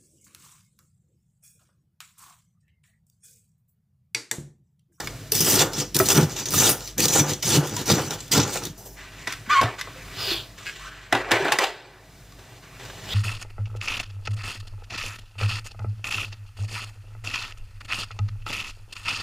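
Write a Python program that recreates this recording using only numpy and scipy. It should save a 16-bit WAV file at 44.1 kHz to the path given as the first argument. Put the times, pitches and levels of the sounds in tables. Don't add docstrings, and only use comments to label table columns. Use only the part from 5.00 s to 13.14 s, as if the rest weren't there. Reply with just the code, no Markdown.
import sys
import numpy as np
from scipy import signal
from scipy.fft import rfft, irfft, next_fast_len
from scipy.io import wavfile
from scipy.ndimage import uniform_filter1d

SR = 44100
rng = np.random.default_rng(int(sys.argv[2]) if len(sys.argv) > 2 else 0)


def dump(signal):
    limited = np.clip(np.atleast_2d(signal).T, -1, 1)
    pcm = np.round(limited * 32767).astype(np.int16)
    wavfile.write(sys.argv[1], SR, pcm)


def boost_factor(decibels):
    exponent = np.asarray(decibels, float) / 20
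    return 10 ** exponent


N = 358958
TIME = np.arange(N) / SR


def kernel(points):
    hz, db = np.transpose(points)
    f = np.maximum(np.fft.rfftfreq(4096, 1 / SR), 1)
    cepstrum = irfft(np.interp(np.log(f), np.log(hz), db) * np.log(10) / 20)
    cepstrum[1:2048] *= 2
    cepstrum[2049:] = 0
    h = irfft(np.exp(rfft(cepstrum)))[:2048]
    return h / np.sqrt(np.sum(h ** 2))


def band(lo_hz, hi_hz, tilt_db):
    return kernel([(lo_hz * 0.56, -40), (lo_hz, 0), (hi_hz, tilt_db), (hi_hz * 1.74, tilt_db - 57.5)])


def modes(table):
    t = TIME[:SR // 5]
    h = np.zeros(len(t))
    for hz, db, t60 in table:
        h += boost_factor(db) / np.sqrt(t60) * np.sin(2 * np.pi * hz * t) * 1000. ** (-t / t60)
    h = signal.sosfilt(signal.butter(6, .85 * table[0][0], "high", fs=SR, output="sos"), h)
    return h / np.sqrt(np.sum(h ** 2))


def through(x, h):
    return signal.oaconvolve(x, h)[:N]


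def walk(rate):
    k = int(SR / rate)
    steps = np.repeat(rng.standard_normal(N // k + 1), k)
    return 1.24 * uniform_filter1d(uniform_filter1d(steps, k), k)[:N]


def grains(share, spread_db):
    chance, sign, size = rng.random((3, N))
    x = (chance < share) * np.sign(sign - .5) * boost_factor(-spread_db * np.log(1.002 - size))
    return x / np.sqrt(np.mean(x ** 2))


def effort(rows, start_db, end_db, share, rise, fall):
    t = TIME[::64]
    s, length, a, b, extra = np.transpose(rows)[:, :, None]
    done = np.clip((t - s) / length, 0, 1) ** 0.66
    db = a + start_db + (b + end_db - a - start_db) * done + share * extra
    db = db - rise * np.maximum(s - t, 0) - fall * np.maximum(t - s - length, 0)
    return np.interp(TIME, t, np.sqrt(boost_factor(2 * np.maximum(db, -120)).sum(axis=0)))


def tone(hz, t):
    build_cycles = 0.45
    return (1 - np.exp(-t * hz / build_cycles)) * np.sin(2 * np.pi * hz * t)


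def decays(times, dbs, t60s, tones_hz=None):
    out = np.zeros(N)
    for k, (s, db, t60) in enumerate(zip(times, dbs, t60s)):
        i = int(np.ceil(max(s, 0) * SR))
        t = TIME[i:i + SR // 3] - s
        carrier = 1 if tones_hz is None else tone(tones_hz[k], t)
        out[i:i + len(t)] += boost_factor(db) * 1000. ** (-t / max(t60, .004)) * carrier
    return out


def field(bins, hops):
    z = uniform_filter1d(rng.standard_normal((129, N // 64 + 8)), bins, axis=0)
    z = uniform_filter1d(uniform_filter1d(z, hops, axis=1), hops, axis=1)
    return z / z.std()


def patchy(x, patches, tilt_db):
    f, t, z = signal.stft(x, SR, nperseg=256, noverlap=192)
    treble = np.clip((f[:, None] - 7000) / 2500, 0, 1) * np.interp(t, TIME, tilt_db)
    return signal.istft(z * boost_factor(treble + patches[:, :len(t)]), SR, nperseg=256, noverlap=192)[1][:N]


def ridge(table, width_hz):
    t = 64 * np.arange(N // 64 + 8) / SR
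    s, hz, db = np.transpose(table)
    away = (np.fft.rfftfreq(256, 1 / SR)[:, None] - np.interp(t, s, hz)) / width_hz
    return np.interp(t, s, db, 0, 0) * np.exp(-away ** 2)


# (f/Hz, level/dB per Hz)
ROOM_COLOUR = [(22, -13.5), (44, -11), (75, -9.5), (107, 4), (167, -5.5), (191, -17), (262, -9.5),
               (330, -19.5), (470, -13.5), (571, -21.5), (638, -12.5), (892, -29), (1170, -20),
               (6500, -24.5), (9500, -31), (15500, -32.5)]


def floor():
    return boost_factor(-50.5 + 2.85 * walk(3.763)) * through(rng.standard_normal(N), kernel(ROOM_COLOUR))


# (f/Hz, level/dB)
HUM_LINES = [(48.4, -51), (96.9, -61.5), (118.4, -60), (145.3, -62.5), (199.2, -62.5), (296.1, -64.5),
             (635.2, -65.5)]


def hum():
    out = np.zeros(N)
    for k, (hz, db) in enumerate(HUM_LINES):
        out += np.sqrt(2) * boost_factor(db - 2.5 + 3.0 * walk(18)) * np.sin(2 * np.pi * hz * TIME + k)
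    return out


# (t/s, length/s, start level/dB, end level/dB, brightness/dB)
SCUFFS = [(3.76, 0.11, -81, -88, 25.5), (3.97, 0.097, -48.5, -43.5, 0.5), (4.12, 0.11, -51, -45, 0.5),
          (4.465, .025, -43, -46, -5), (4.271, 0.057, -41, -38.5, 3.5), (4.5, 0.083, -27.5, -26, -3),
          (4.79, 0.024, -32, -40, 0.5), (4.85, 0.3, -46.5, -49, -1.5), (5.58, 0.085, -49.5, -49, 7.5),
          (5.658, 0.053, -43, -44, 6), (5.74, 0.13, -50, -45, 5.5), (5.89, 0.22, -46, -50, -1),
          (7.63, 0.13, -51, -52.5, -2)]
SLIDES = [
    (5.19, 0.13, -42.5, -35.5, 0),
    (8.1, .05, -51.5, -40.5, 1),
]
DRAGS = [
    (4.63, 0.11, -36, -42, -0.5),
    (6.13, 0.085, -25.5, -34, -2),
    (6.23, 0.061, -46, -34.5, -4),
    (6.315, 0.059, -24.5, -26.5, -1.5),
    (6.385, 0.14, -30.5, -28, -0.5),
    (6.519, 0.05, -32, -34, 1),
    (6.587, 0.038, -29.5, -24, 4.5),
    (7.39, 0.19, -57.5, -60, 12),
    (7.8, 0.39, -50.5, -50.5, 13.5),
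]
FADES = [
    (6.67, 0.33, -35, -61, 3),
]
CRUMBS = [
    (3.78, 0.17, -48, -54.5, 3),
    (3.855, .012, -52, -49, 4),
]
# (rows, rise/dB per s, fall/dB per s, share of skipping,
# then level/dB of rub, hiss, fine grit, rumble, dust)
SURFACES = [
    (SCUFFS, 1600, 196, 0.86, 0, -3, -7.5, -17, -38),
    (SLIDES, 290, 168, 0.177, 0, 9.8, -2, -4.5, -2),
    (DRAGS, 1700, 430, 1.4, 0, -7.5, -13.5, -0.69, -32),
    (FADES, 900, 100, .1, 0, -4, -15, -0.7, -32),
    (CRUMBS, 1500, 300, .8, -35, -32, -2.5, -3.5, 0.3),
]
# (f/Hz, level/dB per Hz)
GRIT_COLOUR = [(3290, -12), (5600, 5.5), (7580, 2.5), (9060, -7.5), (11900, -16), (14300, -8), (15500, -15)]
# (f/Hz, level/dB per Hz)
HISS_COLOUR = [(1700, -30.5), (2500, -1.5), (3250, -0.7), (3850, -1.5), (4450, -2), (5200, -6),
               (6000, -15.5), (8500, -51.5)]
# (f/Hz, level/dB, t60/s)
TUB_MODES = [(371, 11.5, 0.042), (625, 5, 0.69), (778, -26.5, 0.1), (980, -35, 0.1), (1300, -24, 0.18),
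             (1530, 11, 0.14), (1690, 14.5, 0.0075), (1930, 14, 0.13), (2230, -15, 0.13), (2600, 10, 0.053),
             (2800, -7, 0.15), (3160, 3.5, 0.024)]


def shuffle(chatter, patches, hollows):
    grain = grains(.4, 1.94)
    faint = (TIME > SCUFFS[0][0]) * grain
    skips = [grain * boost_factor(row[3] * chatter) for row in SURFACES]

    def layer(k, share):
        return sum(skip * effort(rows, dbs[k], dbs[k], share, rise, fall)
                   for skip, (rows, rise, fall, _, *dbs) in zip(skips, SURFACES))

    rub = layer(0, 0) + boost_factor(-65.5) * faint
    rumble = layer(3, 0) + boost_factor(-62.5) * faint
    high = through(rub, band(1077, 2630, -0.21))
    high += through(layer(2, 1.0), kernel(GRIT_COLOUR))
    high += through(layer(4, 0.704), band(10000, 19000, -1.5))
    hiss = through(layer(1, 0.79), kernel(HISS_COLOUR))
    flat = 0 * TIME
    high = patchy(high, 0.89 * patches, flat) + patchy(hiss, 0.27 * patches + hollows, flat)
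    ring = through(rub, modes(TUB_MODES[3:])) + through(rumble, modes(TUB_MODES[:3]))
    return boost_factor(-0.5) * high + through(rumble, band(302, 945, -0.4)) + boost_factor(-9.0) * ring


# (multiple, level/dB)
SQUEAK_ORDERS = [(0.999, -2), (2, -14), (2.9, -20), (4, -25.5)]


def squeak(table, rough):
    s, *columns = np.transpose(table)
    hz, db = [np.interp(TIME, s, c) for c in columns]
    on = (TIME >= s[0]) & (TIME <= s[-1])
    gate = uniform_filter1d(1. * on, 200)
    waver = 1 + rough * walk(300)
    live = gate > 0
    out = np.zeros(N)
    for order, order_db in SQUEAK_ORDERS:
        cycles = np.cumsum(order * hz[live] * waver[live]) / SR
        level = boost_factor(order_db + db[live] + 0.85 * order * walk(90)[live])
        out[live] += level * np.sin(2 * np.pi * cycles)
    return np.sqrt(2) * gate * out


# (t/s, slip rate f/Hz, level/dB)
LOW_SQUEAK = [(4.495, 1128, -32), (4.503, 1130, -17), (4.515, 1198, -15.5), (4.533, 1219, -12),
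              (4.546, 1135, -19), (4.56, 1102, -13), (4.58, 1106, -14), (4.598, 1102, -13),
              (4.609, 1005, -22)]
# (t/s, slip rate f/Hz, level/dB)
HIGH_SQUEAK = [(4.49, 1634, -35), (4.503, 1600, -31), (4.52, 1510, -23), (4.535, 1480, -15),
               (4.55, 1463, -20), (4.565, 1464, -31), (4.59, 1450, -31), (4.606, 1475, -44)]
# (t/s, slip rate f/Hz, level/dB)
CHIRP = [
    (5.79, 1037, -53),
    (5.83, 1150, -44),
    (5.88, 1410, -38.5),
    (5.93, 1550, -57),
    (6.02, 1580, -43),
]


def squeaks():
    return squeak(LOW_SQUEAK, 0.012) + squeak(HIGH_SQUEAK, 0.0218) + squeak(CHIRP, 0.09)


# (f/Hz, level/dB, t60/s)
EDGE_MODES = [(1650, 4, 0.029), (2190, 2, 0.017), (2560, 1, 0.03), (2800, -3, .02), (2980, -19, .02),
              (4200, -9, .012), (4656, -8, .015), (6700, -15, .012)]


def creak():
    start_s, gap_s, slips = 5.6617, .0056, 7
    k = np.arange(slips)
    late, louder = rng.standard_normal((slips, 2)).T
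    x = np.zeros(N)
    at = ((start_s + gap_s * (k + .08 * late)) * SR).astype(int)
    x[at] = boost_factor(-20.5 + 15.5 - 0.5 * k + 2.5 * louder)
    return through(x, modes(EDGE_MODES))


# (t/s, peak level/dB, treble above it/dB, bass above it/dB, ring f/Hz)
KNOCKS = [(0.0024, -21, 6, -17, 1770), (0.0722, -14.5, -1, -21, 2180), (4.274, -12, -4, -5, 1970),
          (4.3239, -16, 1, -35, 2080), (4.335, -23, 0, -30, 1870), (4.6128, -9.5, -3, 2.5, 1110),
          (4.6315, -15, -7, 3.5, 676), (4.792, -30, 4, -31, 1220), (4.8117, -13, -2, -26, 2030),
          (4.8727, -36.5, -20, 15, 1110), (5.5852, -30, 1, -14, 2210), (6.1256, -2, -6, -3.5, 2010),
          (6.1494, -10, -10, 1, 784), (6.3098, -12, -6, 3.5, 1950), (6.316, -2.5, -1, -3.5, 1790),
          (6.449, -19, -5, 7, 830), (6.482, -10, -14, 2.5, 1550), (6.5207, -4.5, -1.5, -16, 850),
          (6.587, -4, -1.5, -10, 1950), (6.6387, -8, -6, -23, 778), (7.3218, -39.5, 1.5, -13, 1130),
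          (7.399, -44, -8, -8, 1180), (7.7967, -31, -4, -5, 806), (7.851, -27.5, -1, -12, 1530),
          (7.9, -25, -14, -10, 1600), (8.091, -26, 1, -25, 3140)]
# (t/s, f/Hz, level/dB, t60/s)
THUDS = [(.322, 437, -21, 0.11), (.52, 600, -23, .05), (0.611, 300, -24, .06), (1.0, 383.5, -9, 0.12),
         (1.0003, 1307, -5.5, 0.025), (1.0014, 1920, -15, 0.038), (1.0012, 2420, -22, .04),
         (1.005, 647, -12.5, 0.078), (1.215, 152.3, -9, 0.2), (1.541, 1244, -19.5, 0.069),
         (1.985, 497, -20, 0.13), (2.055, 483, -17.5, .08), (2.205, 148, -13.5, 0.23),
         (2.21, 292, -18.5, .1), (2.577, 148, -8, 0.18), (2.579, 293, -15.5, 0.095),
         (2.767, 965, -26, 0.12), (3.43, 100, -20, .15), (3.7, 149, -28, .15), (4.476, 228, -28.5, 0.081),
         (4.61, 110, -22, .1), (4.64, 114, -12, 0.15), (4.66, 727, -26, 0.17), (4.662, 1450, -39, .15),
         (4.96, 522, -38.5, 0.15), (5.275, 400, -27, .08), (5.315, 336, -21, 0.082),
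         (6.128, 363, -9.5, 0.019), (6.1284, 750, -4.5, 0.024), (6.137, 120, -23, 0.15),
         (6.318, 2590, -19, .04), (6.319, 352, -15.5, 0.045), (6.327, 114, -24.5, 0.27),
         (6.401, 387, -18, 0.16), (6.53, 138, -31, 0.14), (6.598, 1900, -26, 0.14), (6.635, 778, -25, .08),
         (4.678, 1750, -25, .05), (4.684, 1250, -25, 0.057), (6.135, 2510, -24, .1), (6.275, 700, -28, .06),
         (6.335, 960, -16, 0.054), (6.483, 1550, -20, .04), (6.521, 2720, -9, .02), (6.52, 3750, -16, .015),
         (6.555, 2800, -28, .06), (6.59, 554, -18, 0.055), (6.6, 1040, -19, .08), (6.42, 149, -29, 0.18),
         (6.635, 2800, -23, .05)]
# (t/s, f/Hz, level/dB, t60/s)
SNAPS = [
    (.5515, 180, -10, .015),
    (2.058, 5530, -9, .005),
    (2.909, 2500, -21, .005),
    (4.2724, 2000, -8, .006),
    (4.6296, 760, 2.5, 0.0057),
    (6.1254, 1940, 1, 0.0043),
    (6.319, 1750, 2, 0.0051),
    (6.521, 1787, -1.5, 0.0076),
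    (6.588, 1830, -15, .006),
]


def knocks():
    s, db, treble_db, bass_db, ring_hz = np.transpose(KNOCKS)
    t60 = 0.053 * (1500 / ring_hz) ** 0.72
    crack = boost_factor(-11.0) * rng.standard_normal(N)
    out = through(crack * decays(s, db, t60), band(1100, 3890, -3.5))
    out += through(crack * decays(s, db + treble_db, 0.74 * t60), band(4570, 21400, -25.5))
    out += through(crack * decays(s, db + bass_db, 1.53 * t60), band(210, 1500, -0.39))
    rings = list(zip(s, ring_hz, db - 9, t60))
    s, hz, db, t60 = np.transpose(rings + THUDS + SNAPS)
    return out + decays(s, db, t60, hz) + creak()


# (t/s, length/s, rasp start level/dB, rasp end level/dB, weight on the shelf/dB)
PUSHES = [(.318, 0.23, -30.5, -18, -3.5), (.555, 0.068, -23.5, -18.5, 1.5), (.945, 0.0098, -38, -24, -2.5),
          (.988, 0.021, -28, -21.5, -4), (1.03, 0.089, -40, -17, -1.5), (1.145, 0.031, -29, -16.5, -1),
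          (1.18, 0.052, -33, -37, -5), (1.506, 0.022, -36, -25, -3.5), (1.538, 0.145, -21.5, -19, -1),
          (1.69, 0.029, -20.5, -24, -5), (1.98, 0.072, -29, -22.5, -0.5), (2.082, 0.12, -30.5, -18.5, 0.5),
          (2.425, .14, -35, -15.5, 1.5), (2.858, 0.05, -34, -17.5, 1.5), (2.915, 0.045, -21.5, -30, 3),
          (3.315, 0.064, -29.5, -17, 2), (3.4, 0.04, -18.5, -29, 7)]
PULLS = [(0.0, 0.061, -38.5, -41.5, 1.5), (.1, 0.18, -45.5, -57.5, 0.5), (.72, 0.089, -38.5, -25.5, 0),
         (.86, 0.069, -43, -53, -6), (1.18, 0.054, -27.5, -36, 6.5), (1.29, 0.044, -42, -34, -0.5),
         (1.364, 0.042, -30, -26, -3.5), (1.456, 0.033, -41, -32.5, -0.5), (1.76, 0.13, -37, -34.5, -8),
         (2.26, 0.049, -29.5, -22, -2.5), (2.33, 0.11, -45, -48, -4), (2.64, 0.16, -32.5, -40.5, 4),
         (2.762, 0.057, -39, -32.5, 0.5), (2.95, 0.13, -26, -38, 2.5), (3.108, 0.043, -30.5, -37, 0),
         (3.19, 0.17, -36.5, -54.5, -0.5), (3.44, 0.13, -42, -26.5, -2), (3.62, 0.05, -36, -35.5, 0.5),
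         (3.7, 0.16, -70, -58.5, 4.5)]
PUSH_LAWS = {"rasp": (0, -0.7, 0.5, 5999.5, 851), "shelf": (-7.5, -5, 0.53, 1513, 200),
             "cabinet": (-4, -4, 0.56, 1000, 259.5), "fine": (-3, -7, -1.28, 5998.5, 562)}
PULL_LAWS = {"rasp": (-5, 0, 0.5, 900, 450), "shelf": (-0.5, -3.5, 1.31, 800, 311),
             "cabinet": (-7.5, -1.5, 2.5, 598, 198), "fine": (-15, -8.5, 0.5, 900, 496)}
# (t/s, peak level/dB, t60/s)
BITES = [(0.0722, -32, 0.023), (0.32, -2.5, 0.023), (0.405, -8.5, 0.1), (0.733, -12, 0.037),
         (0.9464, -3.5, 0.016), (0.965, -0.5, 0.022), (0.9893, -7.5, 0.04), (1.0867, -2, 0.035),
         (1.3638, -16, 0.033), (1.4567, -11.5, 0.07), (1.5057, -16, 0.023), (1.5392, -24, 0.04),
         (1.875, -19, 0.048), (1.9812, -5.5, 0.02), (2.004, -0.5, 0.017), (2.037, -8, 0.086),
         (2.0553, -1.5, 0.022), (2.0821, -5, 0.05), (2.134, -8, 0.16), (2.4259, -9, 0.058),
         (2.6714, -16, 0.044), (2.8574, -21, 0.04), (3.0325, -36.5, 0.037), (3.1077, -12.5, 0.06),
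         (3.205, -18.5, 0.042), (3.317, -4.5, 0.22), (3.377, -8, 0.047), (3.477, -17, 0.028),
         (3.6526, -9.5, 0.035),
         (.3513, -14, .03), (.363, -14, .03), (0.782, -15, .03), (.8, -10, .03), (1.486, -19, .02),
            (2.695, -17, .02), (3.575, -20, .03), (1.0573, -11, .03), (1.102, -1, .04), (1.2957, -24, .03),
            (1.389, -16, .04), (1.5861, -9.5, .03), (1.631, -10, .04), (1.695, -11.5, .05),
            (1.8061, -21, 0.032), (1.8565, -24, .03), (2.1116, -20, .03), (2.2847, -13, .03),
            (2.334, -10.5, 0.032), (2.5034, -4, 0.033), (2.6538, -28, .03), (2.7656, -11, 0.051),
            (2.8813, -23, .03), (2.8933, -14, .03), (2.9078, -17, .03), (3.0544, -33, .03),
            (3.2794, -27, 0.055), (3.5558, -23, .03), (3.636, -16, .03)]
# (f/Hz, level/dB per Hz)
RASP_COLOUR = [(880, -91), (1500, -6.5), (2110, -7.5), (3090, -2.5), (3380, -1), (4610, -2), (6010, -3),
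               (7090, 2), (8290, -3), (9230, -4), (11400, -10), (13100, -5.5), (15500, -7)]
# (f/Hz, level/dB, t60/s)
BLADE_MODES = [(3130, -7, 0.0066), (4920, -6.5, 0.007), (6080, 2, 0.017), (6275, 1, 0.0055),
               (6700, 3, 0.007)]
# (f/Hz, level/dB, t60/s)
SHELF_MODES = [(392, -12.5, 0.027), (460, -4, 0.092), (508.7, 1.5, 0.076), (570, 6, 0.012),
               (853, 9, 0.0068), (1213, 0, 0.019), (1380, 2.5, 0.019)]
# (f/Hz, level/dB, t60/s)
CABINET_MODES = [(108, -7, 0.2), (148, 3.5, 0.079), (218.6, 0.5, 0.04), (240, -3, 0.0054),
                 (293, -8.5, 0.13)]


def scraper(chatter, patches):
    part = {}
    for name in PUSH_LAWS:
        part[name] = np.hypot(effort(PUSHES, *PUSH_LAWS[name]), effort(PULLS, *PULL_LAWS[name]))
    crush = grains(.22, 2.67)
    bites = boost_factor(-11.5) * decays(*np.transpose(BITES))
    colour = kernel(RASP_COLOUR) + boost_factor(-12) * modes(BLADE_MODES)[:2048]
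    rasp = through(crush * np.hypot(part["rasp"] * boost_factor(chatter), bites), colour)
    rasp = patchy(rasp, patches, 20 * np.log10(part["fine"] / part["rasp"]) + 5.8)
    shelf = through(crush * boost_factor(2.83 * walk(60)) * part["shelf"], modes(SHELF_MODES))
    cabinet = through(crush * boost_factor(2.4 * walk(24.94)) * part["cabinet"], modes(CABINET_MODES))
    return rasp + shelf + cabinet


def scrambled(x):
    z = signal.stft(x, SR, nperseg=256, noverlap=192)[2]
    turned = z * np.exp(4j * field(2, 2)[:, :z.shape[1]])
    y = signal.istft(turned, SR, nperseg=256, noverlap=192)[1][:N]
    return y * x.std() / y.std()


# (f/Hz, level/dB)
PORTS = [(60, -33.5), (500, -34.5), (1500, -29.5), (3600, -22), (5200, -8.5), (9400, -1.5), (9800, -6),
         (11500, -16.5), (13200, -0.5), (16000, -12.5)]


def ports(mid, other):
    size = next_fast_len(N)
    hz, db = np.transpose(PORTS)
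    gain = boost_factor(np.interp(np.log(np.fft.rfftfreq(size, 1 / SR) + 1), np.log(hz), db))
    side = irfft(gain * (.8 * rfft(other, size) - .6j * rfft(mid, size)), size)[:N]
    return np.array([mid + side, mid - side])


# (t/s, f/Hz, lift level/dB)
SING = [
    (0.3, 5330, 8.5),
    (0.6, 5900, 3.5),
    (0.7, 4950, -3),
    (0.74, 5540, 5.5),
    (1.75, 6350, 5.5),
    (1.79, 5500, 3),
    (2.19, 6400, 7),
    (2.31, 5900, 3.5),
    (3.72, 5740, 0),
]
# (t/s, f/Hz, lift level/dB)
HOLLOWS = [
    [(5.15, 5200, 0), (5.22, 5040, 8.5), (5.31, 4480, 7), (5.45, 4200, 3)],
    [(5.19, 3500, -1), (5.27, 3400, 1), (5.39, 3300, 11), (5.48, 3200, 0)],
    [(5.2, 7300, -2), (5.28, 7000, 3), (5.36, 6700, 0)],
    [(8.06, 3100, -3), (8.11, 3320, 11), (8.14, 3900, 6)],
]
# (t/s, level/dB)
GAIN = [
    (0, 5.5),
    (3.8, 3),
    (5.3, 5),
    (5.6, 2),
    (6.1, 1.5),
    (6.2, 5),
    (6.8, -7),
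    (7.15, 1),
    (7.7, -1.5),
    (8.14, 11),
]


def scene():
    chatter = 1.5 * walk(70) + 0.86 * walk(300)
    patches = 2.7 * field(2, 20) + 1.1 * field(9, 10)
    sing = ridge(SING, 900.)
    hollows = sum(ridge(h, 400.) for h in HOLLOWS)
    gain = boost_factor(np.interp(TIME, *np.transpose(GAIN)))
    mid = gain * floor() + shuffle(chatter, patches, hollows) + squeaks() + knocks()
    mid = mid + scraper(chatter, patches + sing)
    duck = 1 / (1 + uniform_filter1d(np.abs(mid), 4000) / 0.6)
    tail = rng.standard_normal(SR // 3) * 1000. ** (-TIME[:SR // 3] / 0.27)
    mid = mid + boost_factor(-39.0) * through(mid, tail) + duck * gain * hum()
    no_bass = signal.butter(2, 300, "high", fs=SR, output="sos")
    return ports(mid, scrambled(signal.sosfilt(no_bass, mid)))


def roll_off(x):
    return signal.sosfilt(signal.butter(12, 16820, fs=SR, output="sos"), x)


def record(dry):
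    top = signal.cheby2(14, 50, 15800 + 250, fs=SR, output="sos")
    mix = signal.sosfilt(top, np.tanh(0.58 * dry) / 0.73)
    return roll_off(mix)


dry = scene()
out = record(dry)
dump(out)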